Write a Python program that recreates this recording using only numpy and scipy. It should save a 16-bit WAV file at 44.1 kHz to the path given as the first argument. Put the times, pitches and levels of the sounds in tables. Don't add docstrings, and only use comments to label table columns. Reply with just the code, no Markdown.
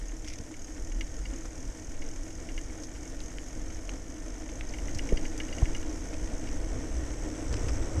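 import sys
import numpy as np
from scipy.fft import rfft, irfft, next_fast_len
from scipy.io import wavfile
from scipy.ndimage import map_coordinates

SR = 44100
rng = np.random.default_rng(int(sys.argv[2]) if len(sys.argv) > 2 else 0)


def digitize_waveform(pressure):
    field = np.atleast_2d(pressure).T
    bounded = np.clip(field, -1, 1)
    quanta = np.round(bounded * 32767).astype(np.int16)
    wavfile.write(sys.argv[1], SR, quanta)


N = 352800
TIME = np.arange(N) / SR
CRUISE_TICK_HZ = 42

# time_s, tick_hz
SPEED_CURVE = [(0.0, 35.27), (1.0, 41.03), (2.1, 41.34), (3.4, 44.39), (4.7, 53.1), (5.3, 58.74),
               (6.0, 62.27), (7.6, 80.15), (8.0, 79.71)]
# centre_s, half_width_s, roughness
PAVEMENT = [(.4, 0.41, -0.21), (1.35, 0.3, 0.26), (4.1, 0.25, -0.44), (5.0, 0.23, 0.73), (5.6, 0.37, 0.9),
            (6.5, .2, .15), (7.65, 0.44, 0.47)]
# centre_s, half_width_s, gain_db
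WIND_GUSTS = [(.58, 0.29, -3), (.94, 0.27, 0.5), (1.81, 0.06, 0.5), (2.4, 0.085, 0), (2.85, .2, 0),
              (4.3, 0.16, -5), (5.22, 0.093, 1), (5.69, 0.062, 3), (6.15, 0.3, -1.5), (6.98, 0.064, 0),
              (7.36, 0.091, -7), (7.53, .05, 3), (7.8, 0.25, 3.5)]
# freq_hz, density_db
BUFFET_SPECTRUM = [(5, -17), (13, 5.5), (24, -5), (39, 0.5), (50, -4), (64, -10.5), (85, -12), (105, -19),
                   (160, -23), (300, -43.5), (800, -42.5), (4000, -120)]
# freq_hz, density_db
EDDY_SPECTRUM = [(30, -42), (62, 10.5), (110, 7), (230, -25), (420, -4), (650, -17), (2000, -25),
                 (9000, -102)]
# centre_s, half_width_s, peak_db, rate_hz
VORTEX_TRAINS = [(0.093, 0.14, -34, 38), (0.95, 0.091, -28.5, 37), (1.255, 0.084, -31, 42.4),
                 (1.685, 0.03, -30, 39.5), (2.04, 0.1, -28, 14), (2.21, 0.056, -31.5, 34),
                 (2.58, 0.098, -30, 25), (3.664, 0.032, -35, 46), (3.94, 0.025, -31, 39),
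                 (5.28, 0.18, -28.5, 21.7), (5.743, 0.15, -25.5, 11.5), (6.99, 0.062, -28, 59),
                 (7.728, 0.067, -27.5, 52), (7.88, .05, -29, 40)]
# freq_hz, density_db
CASING_SPECTRUM = [(80, -10.5), (140, -11.5), (205, -12.5), (235, -8), (258, -2.5), (285, -4), (318, 2),
                   (350, -9.5), (400, -14.5), (480, -10), (560, -14), (660, -13), (800, -23.5),
                   (6000, -59.5)]
# freq_hz, density_db
TREAD_SPECTRUM = [(150, -29), (850, 1.5), (1200, -4), (1450, 2), (1680, -2), (1850, 3), (2020, -1),
                  (2250, 0.5), (2550, -6.5), (2870, -6), (3200, -6.5), (4200, -13), (8000, -7.5),
                  (14000, -47)]
# centre_s, half_width_s, gain_db
PAWL_BITES = [(.632, .028, 4), (3.05, .03, 0)]
# freq_hz, width_hz, gain_db
SHELL_MODES = [(1850, 60, -6), (3030, 170, -13.5), (4920, 60, -9.5), (5405, 90, -5.5), (5750, 50, -3.5),
               (6190, 30, 1), (6444, 14, 8), (6950, 43, -14)]
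# freq_hz, density_db
WHIRR_SPECTRUM = [(1500, -55), (4200, -19.5), (4900, -5.5), (5400, 1.5), (6300, 1), (6900, 0.5), (7400, -4),
                  (7850, -5), (8300, -7.5), (9000, -8.5), (10300, -16.5), (10700, -16), (12600, -16.5),
                  (14000, -39)]
# start_s, level_db, tilt_db_per_octave
ROD_KNOCKS = [(0.094, -46, -2), (0.5407, -39.5, -3), (0.9183, -38, 1), (1.0094, -25.5, 1), (1.254, -36, 0),
              (2.0205, -36, 0), (2.4882, -35, 0), (2.578, -30.5, -2), (2.7005, -43, -2), (2.952, -46.5, 1),
              (3.057, -46, -5), (4.459, -49, -6), (4.737, -33.5, 1), (4.7855, -35, 1), (4.8823, -36, -8),
              (4.9919, -26.5, 0), (5.0903, -32, -6), (5.1716, -28.5, 7), (5.253, -32.5, 0),
              (5.4017, -27, -4), (5.4864, -37, 1), (5.5263, -34, 6), (5.5832, -34, -3), (5.6548, -31, 0),
              (5.7486, -30.5, 0), (5.8277, -37.5, -5)]
# freq_hz, level_db, t60_s
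ROD_MODES = [(1693, -16, 0.072), (2054, -4, 0.034), (2205, -2.5, 0.031), (2860, 0, 0.03), (3105, -18, 0.05),
             (3400, -27, 0.035), (4750, -14.5, 0.025), (5200, -19, 0.02), (5900, -7.5, 0.021),
             (6690, -16, 0.018)]
# freq_hz, density_db
SCUFF_SPECTRUM = [(1500, -29), (2100, 9), (3000, -5), (4200, -8), (6000, 5), (8000, -13), (11000, -17),
                  (14000, -33)]
# start_s, peak_db, snap_hz, t60_s, ping_hz, ping_over_snap_db
GRIT_SNAPS = [(.2464, -37.5, 3640, .012, 5750, -2), (.2774, -36, 2900, .014, 5750, -9),
              (0.2833, -30, 3600, 0.033, 5750, 9), (.3364, -32.5, 4200, 0.0082, 5750, 2),
              (0.387, -32.5, 2800, 0.011, 5750, 4), (1.455, -33.5, 1180, 0.018, 5550, -2.5),
              (2.8345, -32, 4300, 0.072, 5750, 7), (3.204, -34.5, 3400, 0.012, 5000, 0),
              (3.3848, -29, 2220, 0.0045, 3180, -7), (3.8930, -28.5, 1890, 0.006, 3240, -3),
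              (4.491, -37.5, 2200, 0.03, 3600, -8), (4.6097, -27.5, 2300, 0.016, 2400, -9),
              (4.694, -36.5, 3000, 0.012, 5130, 12), (4.948, -30.5, 5000, 0.036, 5750, 18),
              (4.9868, -28.5, 3000, .0097, 5750, 11), (5.3785, -29.5, 4500, .009, 6250, 8),
              (6.141, -34, 2200, 0.018, 5750, -3), (6.472, -37, 2330, 0.02, 5750, -3),
              (6.489, -33, 2600, .018, 5530, -1), (7.5267, -33, 4500, .045, 5900, 7),
              (7.541, -25.5, 1990, 0.01, 5200, -2), (7.567, -36, 2900, 0.029, 5750, -1),
              (7.6842, -30, 2500, 0.037, 5750, 0), (7.689, -29, 1190, 0.06, 5400, -3)]
# start_s, push_db, push_rise_s, knock_db, knock_hz
JOLTS = [(0.392, -27.5, 0.0012, -34, 193), (4.957, -25, 0.0021, -23, 140),
         (5.1228, -15.5, 0.0042, -16, 440), (5.126, -21, 0.0036, -14.5, 195),
         (5.6208, -9, 0.0024, -25.5, 816), (5.624, -24, .004, -20, 260)]
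# freq_hz, width_hz, gain_db
RACE_MODES = [(5400, 130, 3.5), (5770, 140, 3), (7790, 690, 1.5)]


def amp(db):
    return 10 ** (np.asarray(db) / 20)


def unit(x):
    return x / np.sqrt(np.mean(x ** 2) + 1e-20)


def tick_rate_hz():
    return np.interp(TIME, *np.transpose(SPEED_CURVE))


def doublings():
    return np.log2(tick_rate_hz() / CRUISE_TICK_HZ)


def swells(rows):
    return sum(height * np.exp(-((TIME - centre_s) / half_s) ** 2) for centre_s, half_s, height in rows)


def wobble(knot_hz):
    return map_coordinates(rng.standard_normal(int(N * knot_hz / SR) + 4), [TIME * knot_hz])


def filtered(x, response):
    size = next_fast_len(len(x) + SR // 4)
    return irfft(rfft(x, size) * response(np.fft.rfftfreq(size, 1 / SR)), size)[:len(x)]


def resonance(f, hz, width_hz):
    return 1j * f * width_hz / (hz * hz - f * f + 1j * f * width_hz)


def band(x, hz, width_hz, stages=2):
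    return unit(filtered(x, lambda f: resonance(f, hz, width_hz) ** stages))


def coloured(x, spectrum):
    hz, db = np.transpose(spectrum)
    return unit(filtered(x, lambda f: amp(np.interp(np.log(f + 1), np.log(hz), db))))


def noise(spectrum):
    return coloured(rng.standard_normal(N), spectrum)


def add(track, start_s, sound):
    part = track[max(0, round(start_s * SR)):][:len(sound)]
    part += sound[:len(part)]


def wind(cruise_db=-38, db_per_doubling=7, buffet_swing_db=1, eddy_swing_db=3, eddy_db=-7):
    level_db = cruise_db + db_per_doubling * doublings() + swells(WIND_GUSTS)
    tick_hz = tick_rate_hz()
    buffet = unit(noise(BUFFET_SPECTRUM) * amp(buffet_swing_db * wobble(7)))
    eddies = unit(noise(EDDY_SPECTRUM) * amp(eddy_swing_db * wobble(25)))
    share = amp(eddy_db) * (tick_hz / tick_hz.max()) ** 3.7
    return amp(level_db) * (buffet + share * eddies) / np.hypot(1, share)


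def vortices(waver=0.13, waver_hz=18):
    out = np.zeros(N)
    for centre_s, half_s, peak_db, rate_hz in VORTEX_TRAINS:
        cycles = np.cumsum(rate_hz * (1 + waver * wobble(waver_hz))) / SR + rng.random()
        out += swells([(centre_s, half_s, amp(peak_db))]) * np.sin(2 * np.pi * cycles)
    return out


def tyres(casing_db=-46.5, tread_db=-56, rough_db=2.5, texture_swing_db=1.03, grain_swing_db=2):
    faster = doublings()
    pavement_db = rough_db * swells(PAVEMENT)
    texture_db = texture_swing_db * wobble(22)
    rumble_db = casing_db + 9.5 * faster - 3.5 * faster ** 2 + pavement_db + texture_db
    hiss_db = tread_db + 4.5 * faster + pavement_db + texture_db / 2
    rumble = noise(CASING_SPECTRUM) * amp(rumble_db)
    hiss = noise(TREAD_SPECTRUM) * amp(hiss_db + grain_swing_db * wobble(250))
    return rumble + hiss


def freewheel(base_db=-52.5, rough_db=2.5, teeth_per_turn=10, swing_db=2.5, scatter_db=1.35,
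              base_hz=6260, reversal_tick_hz=60):
    tick_hz, faster = tick_rate_hz(), doublings()
    teeth = np.cumsum(tick_hz) / SR
    tooth = np.round(teeth).astype(int)
    turn = np.cos(2 * np.pi * (tooth - 3.2) / teeth_per_turn)
    force = amp(swells(PAWL_BITES) + swing_db * turn + scatter_db * rng.standard_normal(SR)[tooth])
    from_tip = (teeth - tooth) / tick_hz * (tick_hz / tick_hz.mean()) ** 0.31
    rise, fall = from_tip / 0.0014, from_tip / 0.0025
    scrape = force * np.exp(np.where(from_tip < 0, -rise ** 2, -fall))

    glide = 0.0515 * (reversal_tick_hz - tick_hz) / (reversal_tick_hz - CRUISE_TICK_HZ)
    pitch_hz = base_hz * (1 + glide * np.tanh(fall)) * (tick_hz.mean() / tick_hz) ** 0.06
    jitter_rad = 0.66 * np.pi * wobble(600)
    tone = unit(np.sin(2 * np.pi * np.cumsum(pitch_hz) / SR + jitter_rad))
    chirp = amp(6 - 0.5 * faster) * scrape * tone

    shell = lambda f: sum(amp(db) * resonance(f, hz, width_hz) for hz, width_hz, db in SHELL_MODES)
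    scrape_rms = np.sqrt(np.mean(scrape ** 2))
    ring = amp(3) * scrape_rms * unit(filtered(scrape * rng.standard_normal(N), shell))
    whirr = noise(WHIRR_SPECTRUM) * amp(-4.5 - 0.5 * faster + 1.2 * wobble(60))
    level_db = base_db + 0.2 * faster + rough_db * swells(PAVEMENT)
    return amp(level_db) * (chirp + ring + whirr)


def rod_jiggles(rate_hz=1, level_db=-45, spread_db=2):
    gap_draws, level_draws = rng.random((64, 2)).T
    starts_s = np.cumsum(0.5 + gap_draws) / rate_hz
    levels_db = level_db + spread_db * (2 * level_draws - 1)
    return [(start_s, db, 0) for start_s, db in zip(starts_s, levels_db) if start_s < N / SR]


def rod(gain_db=1, scatter_db=3, detune=0.0058, pivot_hz=2500, buzz_hz=700,
        crack_db=-14, crack_t60_s=0.04, attack_s=0.00079):
    out, t = np.zeros(N), TIME[:SR // 8]
    for start_s, level_db, tilt_db_per_octave in list(ROD_KNOCKS) + rod_jiggles():
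        damping = np.exp(0.14 * rng.standard_normal())
        ring = np.zeros(len(t))
        for hz, mode_db, t60_s in ROD_MODES:
            tilt_db = tilt_db_per_octave * np.log2(hz / pivot_hz)
            onset_db = mode_db + tilt_db + scatter_db * rng.standard_normal()
            pitch_hz = hz * (1 + detune * rng.standard_normal())
            ring += amp(onset_db - 60 * damping * t / t60_s) * np.sin(2 * np.pi * pitch_hz * t)
        burst = band(rng.standard_normal(len(t)), hz=2400, width_hz=3100)
        crack = amp(crack_db - 60 * t / crack_t60_s) * burst
        buzz = 1 + 0.23 * map_coordinates(rng.standard_normal(len(t)), [t * buzz_hz])
        knock = (ring * buzz + crack) * (1 - np.exp(-t / attack_s))
        add(out, start_s, amp(level_db + gain_db) * knock / np.abs(knock).max())
    return out


def scuff(start_s=0.24, length_s=0.12, level_db=-49.5, grains_per_s=1700):
    grains = (rng.random(N) < grains_per_s / SR) * rng.standard_normal(N)
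    progress = np.clip((TIME - start_s) / length_s, 0, 1)
    arch = 2 * np.sqrt(progress * (1 - progress))
    return amp(level_db) * arch * coloured(grains, SCUFF_SPECTRUM)


def grit(hollow_hz=4200, hollow_width_hz=1700, hollow_depth=0.79, rolloff_hz=7800):
    out, t = np.zeros(N), TIME[:SR // 12]
    hollow = lambda f: 1 - hollow_depth * resonance(f, hollow_hz, hollow_width_hz)
    colour = lambda f: hollow(f) / np.hypot(1, (f / rolloff_hz) ** 3)
    crack = 5 * (t == 0)
    for start_s, peak_db, snap_hz, t60_s, ping_hz, ping_over_snap_db in GRIT_SNAPS:
        crumble, metal = rng.standard_normal((2, len(t))) * amp(-60 * t / t60_s)
        stone = lambda f: resonance(f, snap_hz, 1.02 * snap_hz) ** 2
        snap = unit(filtered(crumble + crack, lambda f: stone(f) * colour(f)))
        ping = band(metal, ping_hz, width_hz=0.31 * ping_hz)
        hit = snap + amp(ping_over_snap_db) * ping
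        add(out, start_s, amp(peak_db) * hit / np.abs(hit).max())
    return out


def bumps(knock_t60_s=0.016, attack_s=0.0025, sag_s=0.029, push_lag_s=0.011):
    out, t = np.zeros(N), TIME[:SR // 6]
    envelope = amp(-60 * t / knock_t60_s) * (1 - np.exp(-t / attack_s))
    for start_s, push_db, push_rise_s, knock_db, knock_hz in JOLTS:
        rattle = band(rng.standard_normal(len(t)), knock_hz, width_hz=knock_hz / 2, stages=3)
        thud = np.sin(2 * np.pi * knock_hz * sag_s * np.log1p(t / sag_s))
        add(out, start_s, 2 * amp(knock_db) * (thud + 0.4 * rattle) * envelope)
        from_peak = (TIME - start_s - push_lag_s) / push_rise_s
        push = np.exp(-np.where(from_peak < 0, from_peak, from_peak / 1.6) ** 2)
        rebound = 0.22 * np.exp(-(from_peak / 7 - 0.5) ** 2)
        out += amp(push_db) * (push - rebound)
    return out


def bearings(top_speed_db=-57, speed_exponent=5):
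    tick_hz = tick_rate_hz()
    races = lambda f: sum(amp(db) * resonance(f, hz, width_hz) ** 2 for hz, width_hz, db in RACE_MODES)
    gain = amp(top_speed_db) * (tick_hz / tick_hz.max()) ** speed_exponent
    return gain * unit(filtered(rng.standard_normal(N), races))


def scene():
    rolling = wind() + vortices() + tyres() + freewheel() + bearings()
    return (rolling + rod() + grit() + scuff() + bumps())[None]


def record(dry, rolloff_hz=12700, limit_hz=13900):
    response = lambda f: (f < limit_hz) / np.hypot(1, (f / rolloff_hz) ** 10)
    return np.array([filtered(channel, response) for channel in dry])


dry = scene()
out = record(dry)
digitize_waveform(out)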